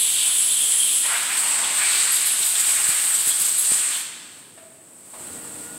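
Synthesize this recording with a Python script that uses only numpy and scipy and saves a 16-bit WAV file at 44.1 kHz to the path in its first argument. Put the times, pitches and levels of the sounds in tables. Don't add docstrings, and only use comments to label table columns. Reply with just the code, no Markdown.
import sys
import numpy as np
from scipy import signal
from scipy.fft import rfft, irfft, next_fast_len
from scipy.io import wavfile
from scipy.ndimage import uniform_filter1d

SR = 44100
rng = np.random.default_rng(int(sys.argv[2]) if len(sys.argv) > 2 else 0)


def store_wav(level_fs):
    pcm = np.round(np.clip(np.atleast_2d(level_fs), -1, 1) * 32767)
    wavfile.write(sys.argv[1], SR, pcm.T.astype(np.int16))


N = 254898
TIME = np.arange(N) / SR
FRAME_S = np.arange(N // 128 + 3)[:, None] * 128 / SR
BIN_HZ = np.fft.rfftfreq(512, 1 / SR)
FIZZ_BAND = np.clip((BIN_HZ - 9000) / 3000, 0, 1)


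def jet(trim_db=-6.5, flutter_db=0.83, sputter_db=0.9):
    # t/s, strength/dB, fizz/dB
    flow = [(0.0, -20.5, -1.5), (0.95, -20, -2), (1.3, -27.5, 1), (1.38, -20.5, -1.5), (1.62, -22.5, -5),
            (1.95, -21, -1), (2.1, -21.5, -3), (2.36, -22, -2.5), (2.7, -21, 1.5), (3.55, -22, -1.5),
            (3.75, -19.5, -1), (3.88, -24.5, -6), (3.98, -26, 2.5)]
    # f/Hz, level/dB
    spectrum = [(60, -41), (200, -15), (500, -13.5), (1000, -8.5), (2000, -5.5), (4000, -1), (8000, 0),
                (12000, 2.5), (16000, -0.5)]
    # middle t/s, length/s, gain/dB, extra fizz/dB
    surges = [(2.042, .03, 2.5, -6), (2.15, .045, 4.5, 2), (2.28, 0.034, 3, 5), (2.464, 0.054, 3, 4.5),
              (2.608, .016, 5.5, 2), (2.7, 0.1, 3.5, -6), (2.78, 0.031, 0, -3), (2.845, 0.029, 6, -10),
              (2.892, .026, 4.5, -1), (3.073, 0.052, 2, 0), (3.148, .03, 4, -3), (3.285, 0.038, 5.5, 4),
              (3.41, 0.025, 3.5, 7), (3.466, 0.047, 4.5, -1), (3.594, .045, 0.5, 6),
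              (3.728, 0.054, 3.5, -5)]
    strength_db, _ = follow(flow, TIME)
    fizz_db = follow(flow, FRAME_S)[1] + sputter_db * np.interp(FRAME_S, TIME, wander(20))
    for s, length, gain_db, extra_db in surges:
        strength_db += gain_db * bump(s, length, TIME)
        fizz_db += extra_db * bump(s, length, FRAME_S)
    hiss = turbulence(read(spectrum, BIN_HZ) + FIZZ_BAND * fizz_db, patchy_db=1.07)
    return hiss * amp(trim_db + strength_db + flutter_db * wander(30)) * valve()


def roar(start_s=1.021, trim_db=-0.5, flutter_db=0.63, usual_db=-31):
    # t/s, level/dB
    strike = [(1.04, -28.5), (1.12, -24.5), (1.25, -31), (1.4, -32.5), (1.6, -30), (1.9, -29.5),
              (2.08, -28), (2.16, -34.5), (2.55, -36.5), (2.65, -30.5), (3.0, -33), (3.6, -43), (3.85, -33),
              (3.97, -34)]
    # f/Hz, level/dB
    spectrum = [(100, -35.5), (400, -18.5), (650, -10.5), (950, -5.5), (1500, -0.5), (2300, 0),
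                (3200, -0.5), (5000, -5.5), (8000, -13), (16000, -51)]
    roar_db, = follow(strike, TIME)
    treble_db = 0.68 * (usual_db - follow(strike, FRAME_S)[0])
    treble_band = np.clip((BIN_HZ - 2000) / 2000, 0, 1)
    rush = turbulence(read(spectrum, BIN_HZ) + treble_band * treble_db, patchy_db=2.5)
    return rush * amp(trim_db + roar_db + flutter_db * wander(30)) * ramp(start_s, 0.026) * valve()


def valve(shut_s=3.985):
    return 1 - ramp(shut_s, 0.057)


def whistle(level_db, hz, first_width, settled_width, off_s, fade_db_per_s, settle_s=0.42):
    width = np.interp(FRAME_S, [0, settle_s], [first_width, settled_width])
    fade_db = fade_db_per_s * np.maximum(TIME - off_s, 0)
    breath = turbulence(resonance_db(hz, width, BIN_HZ), patchy_db=1.5)
    return breath * amp(level_db - fade_db + 1.5 * wander(11))


def squeals():
    # middle t/s, length/s, level/dB, centre f/Hz, width/Hz
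    crossings = [(.01, 0.069, -24.5, 10600, 1000), (0.024, 0.11, -30, 3400, 700),
                 (0.207, 0.18, -29.5, 3300, 910), (0.293, 0.086, -40.5, 1610, 1200),
                 (.39, 0.043, -27.5, 10300, 600), (0.633, 0.25, -35.5, 3230, 90),
                 (0.787, 0.19, -27.5, 10270, 700), (0.835, .11, -29, 3200, 130),
                 (1.32, 0.046, -31.5, 2160, 1000), (1.6, 0.61, -38.5, 990, 400),
                 (1.61, 0.64, -52.5, 256, 200), (1.643, 0.031, -29.5, 3360, 800),
                 (1.814, 0.063, -27, 1930, 900), (1.839, 0.05, -27.5, 2363, 150),
                 (1.95, 0.26, -28, 3880, 1900), (2.128, 0.024, -23, 11200, 450),
                 (2.168, .03, -28, 11000, 300), (2.169, 0.019, -27, 3780, 1300),
                 (2.27, 0.23, -33.5, 3520, 1200), (2.268, .025, -23, 11000, 1300),
                 (2.321, 0.015, -22, 10700, 1000), (2.434, .02, -27, 3700, 1200),
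                 (2.558, 0.018, -27.5, 3520, 700), (2.93, 0.32, -38.5, 1900, 1000),
                 (3.273, 0.033, -28.5, 9900, 400), (3.316, 0.027, -29.5, 3400, 400),
                 (3.402, .035, -28, 10900, 300), (3.593, 0.026, -19.5, 11060, 130),
                 (3.942, .052, -33.5, 3300, 900)]
    out, axis_hz = np.zeros(N), np.arange(0, SR / 2, 10)
    for s, length, db, hz, width in crossings:
        band = np.column_stack([axis_hz, resonance_db(hz, width, axis_hz)])
        swell = bump(s, length, TIME)
        squeal = unit(swell * colour(rng.standard_normal(N), band))
        out += amp(db) * squeal * np.sqrt(np.mean(swell ** 2))
    return out


def puffs():
    # t/s, peak/dB, swell/s
    gusts = [(2.406, -36, 0.00059), (2.8923, -31, 0.0012), (3.275, -33, .0008), (3.412, -43, .0011),
             (3.72, -27, 0.00073)]
    out = np.zeros(N)
    for s, db, swell in gusts:
        offset = (TIME - s) / swell
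        out -= amp(db) * 3 * offset / (1 + offset ** 2) ** 2
    return out


def knocks():
    # t/s, clatter level/dB, clatter t60/s, clatter centre f/Hz, ring level/dB
    hits = [(4.574, -47, 0.18, 1800, -45.5), (4.627, -59, 0.12, 2000, -51.5), (5.134, -42, 0.32, 834, -48),
            (5.137, -50, 0.18, 3000, -62)]
    # f/Hz, level/dB, t60/s
    modes = [(637, -4, 0.92), (661, -2, 0.25), (1314, -15, 0.43), (1782, -19, .3)]
    out = np.zeros(N)
    for s, db, t60, centre_hz, ring_db in hits:
        age = np.maximum(TIME - s, 0)
        spectrum = [(centre_hz / 6, -12), (centre_hz, 0), (centre_hz * 2.1, -9), (centre_hz * 8, -28)]
        clatter = amp(db - 60 * age / t60) * noise(spectrum)
        ring = sum(amp(level - 60 * age / decay) * np.sin(2 * np.pi * hz * age)
                   for hz, level, decay in modes)
        out += ramp(s, 0.0036) * (clatter + amp(ring_db) * ring)
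    return out


def pump(start_s=5.135, churn_db=-46.5):
    # f/Hz, level/dB
    oil = [(29, -46), (50, -11), (294, 0.5), (410, -5), (471, -13), (509, -15), (551, -8), (1310, -14.5),
           (1420, -11), (1530, -15), (2410, -23), (2760, -17), (5500, -21.5), (7150, -53), (12100, -120)]
    # f/Hz, level/dB
    partials = [(95, -63.5), (247.6, -59), (305, -54.5), (473.7, -54.5), (631, -69), (952.8, -64),
                (1130, -71), (1631, -74), (1916, -61), (2730, -66)]
    # t/s, level/dB, f/Hz
    vanes = [(5.14, -75, 1400), (5.3, -57, 1403), (5.38, -56, 1425), (5.56, -62, 1396), (5.68, -50, 1437),
             (5.78, -53, 1445)]
    churn = amp(churn_db + 0.42 * wander(23)) * noise(oil)
    hum = sum(amp(db) * tone(hz, waver_hz=3) for hz, db in partials)
    whine_db, whine_hz = follow(vanes, TIME)
    whine = amp(whine_db) * tone(whine_hz, waver_hz=11.7)
    return churn * ramp(start_s, 0.086) + hum * ramp(start_s, 0.22) + whine * ramp(start_s, 0.05)


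def leak(flutter_db=0.9, fizz_db=-1.5):
    # t/s, level/dB
    seepage = [(4.1, -48), (4.6, -51), (4.8, -54.5), (5.02, -50.5), (5.22, -42), (5.6, -41), (5.78, -42)]
    # f/Hz, level/dB
    spectrum = [(60, -20), (500, 4), (2000, -1), (4500, -4), (8000, -0.5), (12000, 1), (16000, 3)]
    leak_db, = follow(seepage, TIME)
    seep = turbulence(read(spectrum, BIN_HZ) + FIZZ_BAND * fizz_db, patchy_db=0.5)
    return seep * amp(leak_db + flutter_db * wander(5.1))


def shop(level_db=-55.5):
    # f/Hz, level/dB
    drone = [(18, -64), (30, -56), (86, -10.5), (146, -6.5), (309, -2.5), (344, -4.5), (475, -8.5),
             (506, -9.5), (640, -13.5), (760, -14), (5000, -35.5), (6500, -64), (11000, -120)]
    return amp(level_db) * noise(drone)


def hall(x, count=3):
    sends = [np.sqrt(2 / count) * np.cos(2 * np.pi * TIME + np.pi * k / count) for k in range(count)]
    return sum(signal.fftconvolve(x * send, tail())[:N] for send in sends)


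def tail(length_s=1.5, predelay_s=0.008):
    # f/Hz, t60/s
    decay = [(200, 1.2), (1200, 1.74), (3200, 1.44), (5500, 1.4), (8300, 0.81), (12000, 0.5), (16000, 0.43)]
    hz, t, wash = signal.stft(rng.standard_normal(int(length_s * SR)), SR, nperseg=256)
    t60 = read(decay, hz)[:, None]
    response = signal.istft(wash * amp(-60 * t / t60) / np.sqrt(t60) * (t > predelay_s), SR)[1]
    return response / np.linalg.norm(response)


def turbulence(shape_db, patchy_db):
    real, imag, eddies = rng.standard_normal((3, len(FRAME_S), len(BIN_HZ)))
    eddies = unit(uniform_filter1d(uniform_filter1d(eddies, size=12, axis=0), size=12, axis=1))
    frames = (real + 1j * imag) * amp(shape_db + patchy_db * eddies)
    return unit(signal.istft(frames.T, nperseg=512, noverlap=384)[1][:N])


def resonance_db(hz, width, axis_hz):
    detuning = (axis_hz ** 2 - hz ** 2) / (2 * axis_hz + 1)
    return -20 * np.log10(1 + (detuning / (0.92 * width)) ** 2) - 10 * np.log10(width)


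def tone(hz, waver_hz):
    return np.sqrt(2) * np.sin(2 * np.pi * np.cumsum(hz + waver_hz * wander(31.8)) / SR)


def noise(spectrum):
    return unit(colour(rng.standard_normal(N), spectrum))


def colour(x, spectrum):
    size = next_fast_len(N, True)
    return irfft(rfft(x, size) * amp(read(spectrum, np.fft.rfftfreq(size, 1 / SR))), size)[:N]


def wander(rate_hz):
    size = next_fast_len(N, True)
    hz = np.fft.rfftfreq(size, 1 / SR)
    return unit(irfft(rfft(rng.standard_normal(size)) / (1 + (hz / rate_hz) ** 2), size)[:N])


def ramp(start, length):
    return np.clip((TIME - start) / length, 0, 1)


def bump(middle, length, t):
    return np.exp(-(2 * (t - middle) / length) ** 2)


def read(points, hz):
    f, value = np.transpose(points)
    return np.interp(np.log(hz + 1), np.log(f + 1), value)


def follow(rows, t):
    s, *columns = np.transpose(rows)
    return [np.interp(t, s, c) for c in columns]


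def amp(db):
    return 10 ** (np.asarray(db) / 20)


def unit(x):
    return x / np.sqrt(np.mean(x ** 2) + 1e-20)


def scene():
    # level/dB, f/Hz, first width/Hz, settled width/Hz, fade start t/s, fade/(dB/s)
    whistles = [(-34, 3300, 850, 570, 0.91, 42), (-32.5, 10370, 480, 530, 1.08, 113)]
    gap, edge = (whistle(*row) for row in whistles)
    hiss = jet() + squeals() + edge
    body = roar() + gap
    clanks = knocks()
    echo = hall(amp(-3.5) * hiss + amp(-2.0) * (body + clanks))
    mono = hiss + body + clanks + echo + puffs() + leak() + pump() + shop()
    return np.array([mono, mono])


def record(dry, cutoff_hz=15800):
    # f/Hz, gain/dB
    port = [(4600, 0), (5900, -3.5), (6900, 3), (7400, 8.5), (7900, 15), (8330, 17.5), (8850, 11.5),
            (9500, 7), (10600, 1.5), (11700, -0.5), (15500, -6.5)]
    heard = np.array([colour(channel, port) for channel in dry])
    lowpass = signal.firwin(511, cutoff_hz, window=("kaiser", 9), fs=SR)
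    return signal.oaconvolve(heard, lowpass[None], "same")


dry = scene()
out = record(dry)
store_wav(out)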